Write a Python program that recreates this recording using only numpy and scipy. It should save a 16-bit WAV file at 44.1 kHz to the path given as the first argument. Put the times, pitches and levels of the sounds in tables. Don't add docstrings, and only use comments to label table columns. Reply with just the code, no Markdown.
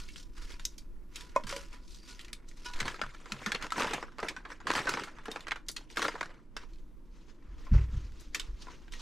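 import sys
import numpy as np
from scipy import signal
from scipy.fft import rfft, irfft
from scipy.io import wavfile
from scipy.ndimage import uniform_filter1d

SR = 44100
rng = np.random.default_rng(int(sys.argv[2]) if len(sys.argv) > 2 else 0)


def magnitude_from_level(level_db):
    exponent = np.asarray(level_db, float) / 20
    return 10 ** exponent


def put_to_file(sound):
    columns = np.atleast_2d(sound).T
    safe = np.clip(columns, -1, 1)
    whole_steps = np.round(safe * 32767)
    wavfile.write(sys.argv[1], SR, whole_steps.astype(np.int16))


N = 397341


def evened(x):
    return x / np.sqrt(np.mean(x ** 2) + 1e-20)


def smoothed(x, first, second):
    return uniform_filter1d(uniform_filter1d(x, size=first), size=second)


def read(points, hz):
    f, value = np.transpose(points)
    return np.interp(np.log(hz + 1), np.log(f + 1), value)


def add(mix, s, sound):
    part = mix[..., round(s * SR):][..., :sound.shape[-1]]
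    part += sound[..., :part.shape[-1]]


def causal(db):
    log = np.log(magnitude_from_level(np.maximum(db, -100)))
    full = np.concatenate([log, log[-2:0:-1]])
    return np.exp(np.conj(signal.hilbert(full)))[:len(db)]


# frequency in Hz, left-right likeness from 0 to 1.
PORT_LIKENESS = [(300, .988), (700, .975), (1400, .93), (2800, .83), (5500, .91), (13000, .72)]


def pair(a, b):
    hz = np.fft.rfftfreq(len(a), 1 / SR)
    same = np.clip(read(PORT_LIKENESS, hz), 0, 1)
    shade = magnitude_from_level(-2.5 * (hz / 13000) ** 2)
    right = shade * (same * rfft(a) + np.sqrt(1 - same ** 2) * rfft(b))
    return np.array([a, irfft(right, len(a))])


def ring(modes, tilt_db, t):
    total = 0
    for hz, db, t60 in modes:
        octaves = np.log2(hz / modes[0][0])
        total = total + magnitude_from_level(db + tilt_db * octaves - 60 * t / t60) * np.sin(2 * np.pi * hz * t)
    return total


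# frequency in Hz, level in dB per Hz.
HUM = [(65, -33.5), (110, -8.5), (247, -8), (336, -6.5), (414, -18), (509, -20), (613, -23.5), (739, -30.5),
       (890, -26), (10500, -58.5), (15500, -85)]
# time in seconds, level in dB.
RUMBLE = [(0.0, -43.5), (1.5, -45), (2.46, -48.5), (4.54, -51), (6.5, -52.5), (6.731, -46), (7.501, -50.5),
          (7.68, -42.5), (8.08, -46), (9.01, -47)]


def room():
    hz = np.fft.rfftfreq(N, 1 / SR)
    a, b, c = rfft(rng.standard_normal((3, N)))
    hum = pair(*irfft(np.array([a, b]) * magnitude_from_level(read(HUM, hz)), N))
    hum = hum + 0.38 * np.array([1, -1])[:, None] * np.roll(hum[0], SR)
    lumps = [(4, -3.0), (18, 14.5), (45, 1.5), (62, -7), (90, -19.5), (150, -53.5)]  # Hz, dB
    low = evened(irfft(c * magnitude_from_level(read(lumps, hz)), N))
    s, db = np.transpose(RUMBLE)
    rumble = magnitude_from_level(np.interp(np.arange(N) / SR, s, db)) * np.array([low, low + 0.66 * np.roll(low, SR)])
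    return magnitude_from_level(-64.5 + 3.5) * evened(hum) + rumble


def nudge():
    t = np.arange(SR // 5) / SR
    return magnitude_from_level(-26.5) * np.sin(2 * np.pi * 10.6 * t) * np.exp(-t / 0.091)


# frequency in Hz, level in dB, t60 in seconds.
COUNTER = [(42, 6, 0.2), (60, -4, 0.5), (98, -8, 0.33), (136.5, -10, 0.3), (206.7, -3, 0.068)]


def bump(db, tilt_db):
    t = np.arange(SR) / SR
    rocking = magnitude_from_level(3.0 * evened(smoothed(rng.standard_normal(SR), 500, 500)))
    x = -ring(COUNTER, tilt_db, t) * (1 - np.exp(-t / 0.009)) ** 2 * rocking
    late = np.pad(x, (300, 0))[:SR]
    return magnitude_from_level(db) * np.array([x, x + 0.046 * late]) / abs(x).max()


# start in seconds, blow in dB, tilt in dB an octave.
BUMPS = [
    (1.434, -42, 16),
    (3.317, -38, 25),
    (3.465, -32.5, 42),
    (7.482, -37.5, -13),
    (7.712, -9.5, 1.5),
    (7.925, -22.5, 2.5),
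    (8.039, -36, -2),
    (8.483, -32, -15),
    (2.808, -36.5, 7.5),
    (3.02, -43.5, 16),
]


def counter_thuds(mix):
    for s, *how in BUMPS:
        add(mix, s, bump(*how))
    add(mix, 2.745, nudge())


def effort(t, moves, rest_db, rest_bright_db):
    swell_db = 20
    s, db, bright_db, rise, fade = np.transpose(moves)[:, :, None]
    away = np.where(t < s, (s - t) / (abs(rise) + 0.0031), (t - s) / (abs(fade) + 0.0019))
    power = magnitude_from_level(db - swell_db * away) ** 2
    rustle = power.sum(0) + magnitude_from_level(rest_db) ** 2
    sizzle = (power * magnitude_from_level(bright_db) ** 2).sum(0) + magnitude_from_level(rest_db + rest_bright_db) ** 2
    return 10 * np.log10(rustle), 10 * np.log10(sizzle)


# frequency in Hz, level in dB, t60 in seconds.
PAN = [(554, 0, 0.23), (993, -7, 0.33), (1460, -3, 0.14), (2260, -23.5, 0.11), (2620, -25, 0.098),
       (2950, -22, 0.1), (3520, -41.5, .08), (3890, -39, 0.075), (5030, -30, 0.07)]


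def rubbing(start, end, moves, rest_db, rest_bright_db, tone, body_db, per_s, spread_db, tail_s, smooth,
            patchy_db, iron_db):
    n = round((end - start) * SR) + 512
    clicks = magnitude_from_level(spread_db * np.minimum(rng.exponential(1, n), 3)) * (rng.random(n) < per_s / SR)
    burst = np.sqrt(abs(signal.lfilter([1], [1, -np.exp(-2 / (tail_s * SR))], clicks ** 2)))
    drive = abs(smooth) + burst / np.sqrt(np.mean(burst ** 2))
    x = pair(*(drive * rng.standard_normal((2, n))))
    hz, t, z = signal.stft(x, SR, nperseg=256, noverlap=192)
    z *= magnitude_from_level(read(tone, hz))[:, None]

    now = []
    for lo, hi in [(150, 500), (600, 2200), (3000, 9000)]:
        power = (abs(z[0][(hz > lo) & (hz < hi)]) ** 2).sum(0).mean()
        now.append(10 * np.log10(2 / 1.5 * power))
    rustle, sizzle = effort(t + start, moves, rest_db, rest_bright_db)
    gains = np.array([rustle + body_db, rustle, sizzle]) - np.array(now)[:, None]
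    place = np.interp(np.log(hz + 1), np.log([350, 800, 1900, 3800]), [0, 1, 1, 2])
    blend = np.maximum(1 - abs(place[:, None] - np.arange(3)), 0)

    patches = rng.standard_normal(z.shape[1:])
    patches = evened(uniform_filter1d(uniform_filter1d(patches, size=5, axis=0), size=9, axis=1))
    z = z * magnitude_from_level(blend @ gains + patchy_db * patches)
    x = signal.istft(z, SR, nperseg=256, noverlap=192)[1]
    iron = ring(PAN[1:], 3.0, np.arange(SR // 4) / SR)
    iron = iron[None] / np.linalg.norm(iron)
    return x + magnitude_from_level(iron_db) * signal.fftconvolve(x, iron, axes=1)[:, :x.shape[1]]


# frequency in Hz, level in dB per Hz.
BAG_TONE = [(71, -27.5), (120, -10.5), (271, 4.5), (398, -3), (441, -0.5), (704, -11), (1430, -6),
            (4860, -15.5), (7300, -20), (13400, -38), (15500, -43.5)]


def snap(db, centre_hz, treble_db, length):
    t, hz = np.arange(4096) / SR, np.fft.rfftfreq(4096, 1 / SR) + 1
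    a, b, panels = rng.standard_normal((3, len(t)))
    rise_s, sharp = 0.002 * min(rng.exponential(), 1), rng.random()
    shape = .2 * np.exp(-t / (0.0014 * length)) + 0.085 * np.exp(-t / (0.0096 * length))
    shape *= 1 - np.exp(-t / rise_s)
    shape *= magnitude_from_level(3.7 * 3.3 * uniform_filter1d(rng.standard_normal(len(t)), size=16))
    a, b = a * shape, b * shape
    a[round(rise_s * SR)] += 1.74 * sharp
    bump_db = 5.5 * np.exp(-(np.log2(hz / centre_hz) / 0.36) ** 2)
    tilt_db = (treble_db + 22.0) * 0.91 * np.clip(np.log2(hz / 1730.0) / 2.73, -.4, 1)
    low_db = 9.7 * np.minimum(np.log2(hz / (0.67 * centre_hz)), 0)
    panels_db = 3.05 * evened(smoothed(panels[:len(hz)], 13, 9))
    colour = causal(read(BAG_TONE, hz) + bump_db + tilt_db + low_db + panels_db)
    x = irfft(rfft(pair(a, b)) * colour, len(t))
    peak = uniform_filter1d(x[0] ** 2, size=88).max() ** .5
    return magnitude_from_level(db - 9.0) * x / peak


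def snaps(near, rows, length):
    for s, db, centre_hz, treble_db in rows:
        lasting = length * np.clip(1 - 0.044 * (db + 17), .4, 2.5)
        add(near, s, snap(db, centre_hz, treble_db, lasting))


def knock(modes, db, tilt_db, contact_s, lowest_db):
    t = np.arange(SR // 2) / SR
    ringing = ring(modes[1:], tilt_db, t) * magnitude_from_level(tilt_db * .8) + ring(modes[:1], 0, t) * magnitude_from_level(lowest_db)
    slips = rng.standard_normal(4000) * np.exp(-((t[:4000] - .5 * contact_s) / (0.68 * contact_s)) ** 2)
    if contact_s > .01:
        x = signal.fftconvolve(ringing, slips)
    else:
        x = ringing * (1 - np.exp(-t / (.4 * contact_s))) ** 2
    return magnitude_from_level(db) * x / abs(x).max()


# start in seconds, peak in
# dB, centre in Hz, treble in dB.
CRACKS = [(2.78, -39, 1460, -38), (2.814, -25, 1400, -25), (2.827, -26, 1790, -29), (2.854, -31, 1420, -26),
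          (2.943, -32, 1430, -27), (3.035, -26.5, 1400, -34), (3.063, -32.5, 1420, -31),
          (3.147, -36, 1510, -23), (3.39, -46, 1320, -25), (3.613, -31, 1330, -26), (3.644, -26, 1300, -32),
          (3.666, -28, 1320, -25), (3.76, -30, 912, -37), (3.797, -20, 1500, -18), (3.833, -20.5, 956, -22),
          (3.87, -25, 956, -23), (3.893, -29, 2130, -24), (3.98, -28.5, 915, -52), (4.08, -40, 1280, -37),
          (4.121, -42.5, 1450, -30), (4.714, -18.5, 1900, -28), (4.737, -20, 1150, -21),
          (4.79, -21, 1900, -27), (4.996, -24.5, 1270, -27.5), (5.08, -36.5, 1360, -26),
          (5.993, -21, 815, -24), (6.025, -16, 900, -26), (6.142, -32, 501, -42), (6.153, -28, 920, -45),
          (6.179, -37, 1530, -37), (6.258, -34, 1770, -25), (6.294, -41, 800, -37), (6.306, -47, 1410, -40),
          (6.343, -49, 1430, -36), (6.734, -52, 4400, -24), (8.12, -50, 2300, -12),
          (1.526, -29.5, 1450, -40), (1.5, -29, 2300, -22), (2.789, -35, 1700, -12),
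          (2.993, -32, 1510, -43), (2.9, -36, 2500, -22), (5.518, -19, 1770, -35), (5.96, -34, 2500, -12),
          (6.209, -19, 1800, -30), (8.197, -47, 6320, -6), (8.207, -46, 11600, 8), (9.4, -36.5, 940, -36),
          (8.681, -35, 980, -40), (8.921, -36, 3280, -11), (4.183, -29.5, 520, -24), (4.2, -35, 4500, -1),
          (1.5, -32, 1900, -26), (6.784, -55, 3500, -18), (8.88, -42, 1900, -33), (2.7, -34, 1200, -21),
          (5.469, -26.5, 1800, -32), (5.481, -27, 1400, -25), (3.704, -29, 1900, -21),
          (.519, -38, 3500, -14), (0.65, -49, 5500, -8), (2.077, -47, 4200, -9), (2.616, -52, 1400, -20),
          (6.745, -59, 4300, -30), (6.757, -55.5, 4600, -30), (6, -49, 1200, -30), (5.665, -54, 4000, 0),
          (2.512, -44, 2500, -30), (2.802, -21, 1900, -16), (6.632, -42, 1000, -30), (6.083, -21, 650, -35),
          (6.051, -22, 800, -28), (6.161, -34, 1200, -30), (5.912, -42, 5500, -2)]


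def small_cracks(near):
    snaps(near, CRACKS, 0.48)


CUTS_S = 0, 2.75, 6.45, 9.0
# frequency in Hz, level in dB per Hz.
TUB_TONE = [(150, -26), (250, -27), (330, -12), (635, -29.5), (1310, -19), (1430, -21.5), (6310, -27),
            (12800, -53.5), (15500, -52)]
# top in seconds, effort in dB, brightness in dB, rise in seconds, fade in seconds.
TUB_SHAKES = [(6.621, -54.5, -4, 0.057, 0.067), (6.701, -83, 6.5, 0.069, 0.37), (7.18, -73, 2, 0.15, 0.18),
              (7.299, -65.5, 1, 0.053, 0.072), (7.52, -67, -12, 0.27, 0.16), (7.65, -63, -1, 0.22, 0.1),
              (7.75, -49, -8.5, 0.052, 0.15), (7.84, -64, -0.5, .04, 0.054), (7.94, -60, -0.5, 0.05, 0.18),
              (8.05, -64.5, 0.5, .05, 0.12), (8.2, -66, 4, 0.16, 0.19), (8.36, -55, 1, 0.034, 0.16),
              (8.62, -60, 8.5, 0.044, 0.052), (8.68, -60, -1, 0.18, 0.27), (8.927, -58, 8, 0.011, 0.71)]


def shaken_tub(near):
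    add(near, CUTS_S[2], rubbing(
        *CUTS_S[2:], TUB_SHAKES, -86.0, -10, TUB_TONE, body_db=1.0, per_s=69.0, spread_db=-13.0,
        tail_s=0.048, smooth=0.55, patchy_db=2.0, iron_db=-59))


# start in seconds, peak in dB, centre in Hz, treble in dB.
TUB_TAPS = [
    (6.565, -24, 1196, -25.5),
    (7.666, -37.5, 1000, -43),
    (7.738, -34.5, 495, -45),
    (8.346, -17, 2000, -9.5),
    (8.354, -31, 1700, -19),
    (8.397, -22.5, 3600, -18),
    (8.669, -37, 1000, -43),
    (8.935, -30.5, 2080, -16),
]


def tapped_tub(near):
    snaps(near, TUB_TAPS, 1.06)


# top in seconds, effort in dB, brightness in dB, rise in seconds, fade in seconds.
BAG_SQUEEZES = [(2.88, -45.5, -3.5, 0.28, .14), (3.03, -61, -3.5, 0.066, 1),
                (3.33, -54.5, -2.5, 0.083, 0.67), (3.44, -55, -4, 0.093, .05),
                (3.468, -43.5, -10, .02, .09), (3.553, -43, -11, 0.023, 0.053), (3.61, -50, -9, .02, .05),
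                (3.644, -38.5, -9, 0.021, 0.04), (3.809, -34, -7.5, 0.07, 0.085),
                (3.941, -41.5, -7, 0.16, 0.11), (4.242, -43.5, -10, 0.054, 0.15),
                (4.52, -51, -6, 0.047, 0.058), (4.679, -44, -7.5, 0.0093, 0.4),
                (4.766, -37.5, -6, 0.073, 0.12), (4.9, -40.5, -6.5, 0.072, 0.18),
                (5.02, -50, -10.5, 0.43, 0.12), (5.169, -62, -19, 0.093, 0.12),
                (5.28, -58, -11, 0.085, 0.086), (5.36, -49.5, -6.5, 0.11, 0.12),
                (5.52, -60, -18, 0.17, 0.14), (5.695, -48.5, -13, 0.015, 0.018),
                (5.78, -60.5, -1, 0.02, 0.12), (5.915, -62, 3, .02, .08), (5.98, -43.5, -3, 0.013, 0.18),
                (6.05, -43.5, -2, 0.072, 0.1), (6.23, -56.5, -4.5, 0.23, 0.13), (6.3, -61, -38, .1, 0.17)]


def squeezed_bag(near):
    add(near, CUTS_S[1], rubbing(
        *CUTS_S[1:3], BAG_SQUEEZES, -91.0, 4.9, BAG_TONE, body_db=-4, per_s=490.0, spread_db=8.5,
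        tail_s=0.016, smooth=0.65, patchy_db=4.0, iron_db=-63))


# start in seconds, peak in dB, treble in dB.
CREASES = [(2.879, -20, -25), (3.015, -16.5, -32), (3.461, -17.5, -22), (3.623, -25, -18),
           (3.721, -16, -19), (3.82, -16, -30), (4.026, -24, -37.5), (4.191, -26, -41),
           (4.364, -28.5, -28.5), (4.451, -31, -40), (4.502, -33.5, -29), (4.602, -39, -34),
           (4.669, -17.5, -26), (4.702, -11, -33), (4.752, -17, -23), (4.778, -18, -37), (4.87, -16, -37),
           (4.892, -16, -19), (4.938, -18.5, -34), (5.035, -26.5, -16), (5.185, -35.5, -38),
           (5.255, -30, -22), (4.762, -26, -27), (3.415, -45, -22), (5.558, -30, -26), (5.97, -16, -23),
           (6.019, -16.5, -14), (6.049, -15.5, -52), (6.081, -17, -31)]
# start in seconds, peak in dB, centre in Hz, treble in dB.
FOLDS = [(2.803, -20, 1950, -22), (3.257, -35.5, 850, -28.5), (3.32, -19, 2180, -15.5),
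         (3.519, -14.5, 1970, -23), (3.547, -20, 2950, -35), (3.78, -20.5, 890, -26),
         (3.844, -18, 925, -33), (3.91, -22.5, 501, -28), (3.933, -20, 910, -21.5), (4.229, -21, 850, -33),
         (4.284, -20, 2800, -18.5), (4.856, -26.5, 500, -27), (4.971, -21, 960, -35),
         (5.282, -24.5, 490, -43), (5.315, -26.5, 3620, -3.5), (5.359, -22.5, 1000, -33),
         (5.406, -35.5, 3320, -14), (5.509, -19, 2910, -35), (5.516, -20.5, 1900, -29.5),
         (5.684, -24, 4280, 1), (5.714, -34.5, 6170, 34), (5.764, -26, 3800, -18), (5.901, -39, 930, -17),
         (6.212, -20, 1000, -36.5), (6.228, -22, 1760, -31)]


def snapping_bag(near):
    face_hz = 1490
    snaps(near, [(s, db, face_hz, treble_db) for s, db, treble_db in CREASES], 1.16)
    snaps(near, FOLDS, 0.82)


# start in seconds, blow in dB, tilt in dB an octave, contact in seconds, lowest mode in dB.
KNOCKS = [
    (1.525, -35, -3, .002, 9),
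    (2.075, -53, 7, .05, -20),
]
# frequency in Hz, level in dB, t60 in seconds.
SQUEAL = [(976, -9.5, 0.44), (2121, -16, .15), (1460, -0.5, 0.27), (3560, -14, 0.12), (1720, -13, 0.14),
          (2480, -7, 0.13), (2950, -3.5, .13), (3900, -9, 0.15), (4550, -13, .09), (5090, -2, 0.075),
          (5580, -3, .06), (6620, -14, .06), (3230, -15, .15), (6261, -13, .1)]
# frequency in Hz, level in dB, t60 in seconds.
PRESSED_PAN = [(255, -3, 0.025), (519, -13, 0.02), (568, 1, 0.047), (611, -4, 0.047), (960, -11, 0.09),
               (1030, 6.5, 0.031), (1150, -8, 0.051), (1480, -10.5, 0.028), (2170, -12, 0.04),
               (2490, -14, .05), (1840, -18, .04)]


def ringing_pan(near):
    for s, *how in KNOCKS:
        add(near, s, knock(PAN, *how))
    add(near, 2.655, knock(SQUEAL, -32, 0, 0.0074, 0))
    clunk = knock(PRESSED_PAN, -14, 0, 0.0055, -6)
    add(near, 1.3605, np.array([clunk, np.roll(clunk, shift=3)]))
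    add(near, 1.3605, snap(-29, 6040, -13, 1.0))


# frequency in Hz, level in dB, t60 in seconds.
WHISTLE = [(4690, 0, 0.1)]
WHISTLES_S = 1.975, 2.015, 2.075


def slipping_spoon(near):
    for s in WHISTLES_S:
        add(near, s, knock(WHISTLE, -59, 0, 0.028, 0))
    add(near, 1.397, knock(PRESSED_PAN, -36, -5, .004, 0))


# start in seconds, peak in dB, centre in Hz, treble in dB.
PAN_TICKS = [(0.087, -36, 2600, -12), (0.159, -34, 3050, -21), (0.595, -33, 1560, -18),
             (0.652, -15, 5800, -6), (0.78, -35.5, 4670, 1), (1.157, -29.5, 2920, -7),
             (1.208, -34.5, 3200, -10), (1.436, -35.5, 1100, -18), (1.468, -31, 1040, -12),
             (1.563, -26, 554, -11), (1.729, -40.5, 2570, -20), (2.192, -34.5, 3080, -20),
             (2.211, -38, 2900, -2), (2.246, -38.5, 2900, -13), (2.281, -39.5, 2290, -19),
             (2.33, -26, 3800, -10), (2.485, -42, 6500, -10), (2.734, -33.5, 3000, -30)]


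def ticking_pan(near):
    snaps(near, PAN_TICKS, 0.95)


# frequency in Hz, level in dB per Hz.
SCRAPE_TONE = [(71, -38.5), (120, 2.5), (188, -24), (319, -1), (810, -31.5), (980, -17), (5380, -10),
               (11400, -26), (15500, -40)]
# top in seconds, effort in dB, brightness in dB, rise in seconds, fade in seconds.
SPOON_STROKES = [(0.0, -56, 5.5, .05, 0.096), (0.201, -67, 12.5, 0.25, 0.072),
                 (.38, -60.5, 0, 0.024, 0.054), (.437, -58, 4, 0.095, 0.068),
                 (0.508, -52.5, 0.5, 0.046, 0.078), (.66, -68.5, 9.5, 0.12, 0.15),
                 (1.159, -57.5, 1, 0.045, 0.32), (1.369, -53, -11, 0.08, 0.059),
                 (1.483, -45.5, 2, 0.011, 0.18), (1.74, -57.5, -4, 0.054, 0.092),
                 (1.93, -74, 18, 0.11, 0.16), (2.09, -62.5, 9.5, 0.087, 0.16), (2.25, -65, -17, 0.35, 0.35),
                 (2.49, -69, 8, 0.03, .1), (2.575, -65.5, 4.5, .02, 0.075),
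                 (2.665, -54.5, 4.5, 0.05, 0.092), (2.737, -57, 4, .02, .03)]


def scraping_spoon(near):
    add(near, CUTS_S[0], rubbing(
        *CUTS_S[:2], SPOON_STROKES, -80.0, -8.0, SCRAPE_TONE, body_db=-5.0, per_s=260, spread_db=4.5,
        tail_s=.006, smooth=0.57, patchy_db=2.0, iron_db=-17.0))


def walls(x):
    t = np.arange(SR // 3) / SR
    taps = rng.choice([-1., 1.], (2, len(t))) * (rng.random((2, len(t))) < .045)
    taps = taps * magnitude_from_level(-60 * t / 0.18) * (t > .004)
    return signal.fftconvolve(x, pair(*taps) / np.linalg.norm(taps[0]), axes=1)[:, :N]


# time in seconds, left minus right in dB.
HANDS = [(0.0, -1), (3.86, 0.0), (4.141, -1.0), (5.44, -1), (5.52, -3.5), (5.61, -0.5), (7.09, -0.5),
         (7.14, 2.5), (8.37, 0.5), (8.42, -5), (8.45, 0.5), (9.0, -0.5)]


def placed(near):
    left_db = .5 * np.interp(np.arange(N) / SR, *np.transpose(HANDS))
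    return near * magnitude_from_level([left_db, -left_db])


def scene():
    near, mix = np.zeros((2, N)), room()
    scraping_spoon(near)
    squeezed_bag(near)
    shaken_tub(near)
    ticking_pan(near)
    snapping_bag(near)
    tapped_tub(near)
    ringing_pan(near)
    counter_thuds(mix)
    small_cracks(near)
    slipping_spoon(near)
    return mix + placed(near + magnitude_from_level(-15.5) * walls(near))


# frequency in Hz, width in Hz, level in dB.
HOUSING = [(758, 2000, -0.5), (1000, 152, 3.5), (1390, 37, 1), (14360, 500, 2.5)]


def camera_body(x):
    hz = np.fft.rfftfreq(2048, 1 / SR)
    colour_db = sum(db / (1 + (2 * (hz - f) / width) ** 2) for f, width, db in HOUSING)
    colour_db = colour_db - 40 * np.clip((hz - 14700) / 1300.0, 0, 1)
    return signal.oaconvolve(x, irfft(causal(colour_db))[None], axes=1)[:, :N]


# frequency in Hz, ease in dB.
KEPT = [(300, 0), (1500, 2), (2800, -1), (4400, -4), (5200, 2), (7500, 0), (8800, -5), (11500, -1),
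        (14000, -3)]


def narrowed(x, under_db, top_db, waver_db, keep_db, busy_db, busy_share, sudden):
    def total_db(power):
        return 10 * np.log10(power.sum(0) + 1e-20)

    hz, t, (mid, side) = signal.stft([x[0] + x[1], x[0] - x[1]], SR, nperseg=2048)
    band = np.round(8 * np.log2(hz / 400 + 1)).astype(int)
    member = band == np.arange(band.max() + 1)[:, None]
    ratio_db = 10 * np.log10((member @ abs(side) ** 2 + 1e-20) / (member @ abs(mid) ** 2 + 1e-20))
    waver = evened(uniform_filter1d(rng.standard_normal(ratio_db.shape), size=3, axis=1))
    busy = np.maximum(total_db(abs(mid[hz > 60]) ** 2) - busy_db, 0)
    ratio_db = ratio_db - busy_share * busy * np.linspace(1, -.5, len(member))[:, None]
    jump = np.maximum(np.diff(total_db(abs(mid[hz > 500]) ** 2), prepend=0), 0)
    ratio_db = ratio_db + sudden * jump + read(KEPT, member @ hz / member.sum(1))[:, None]
    keep = 1 / (1 + np.exp(np.clip(under_db - ratio_db - waver_db * waver, -30, 30)))

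    top = hz > 13500
    faint_db = top_db - total_db(abs(mid[top]) ** 2)
    opened = 1 - top[:, None] / (1 + np.exp(np.clip(-faint_db, -30, 30)))
    kept_side = side * magnitude_from_level(keep_db) * keep[band] ** 2
    mid, side = signal.istft(opened * [mid, kept_side], SR, nperseg=2048)[1][:, :N]
    return (mid + np.array([side, -side])) / 2


def low_pass(x):
    return signal.sosfilt(signal.butter(12, 15830, fs=SR, output="sos"), x)


def record(dry):
    mix = narrowed(camera_body(dry), under_db=-11.5, top_db=-88.5, waver_db=5.5, keep_db=2.0,
                   busy_db=-39.5, busy_share=0.82, sudden=.9)
    return low_pass(mix)


dry = scene()
out = record(dry)
put_to_file(out)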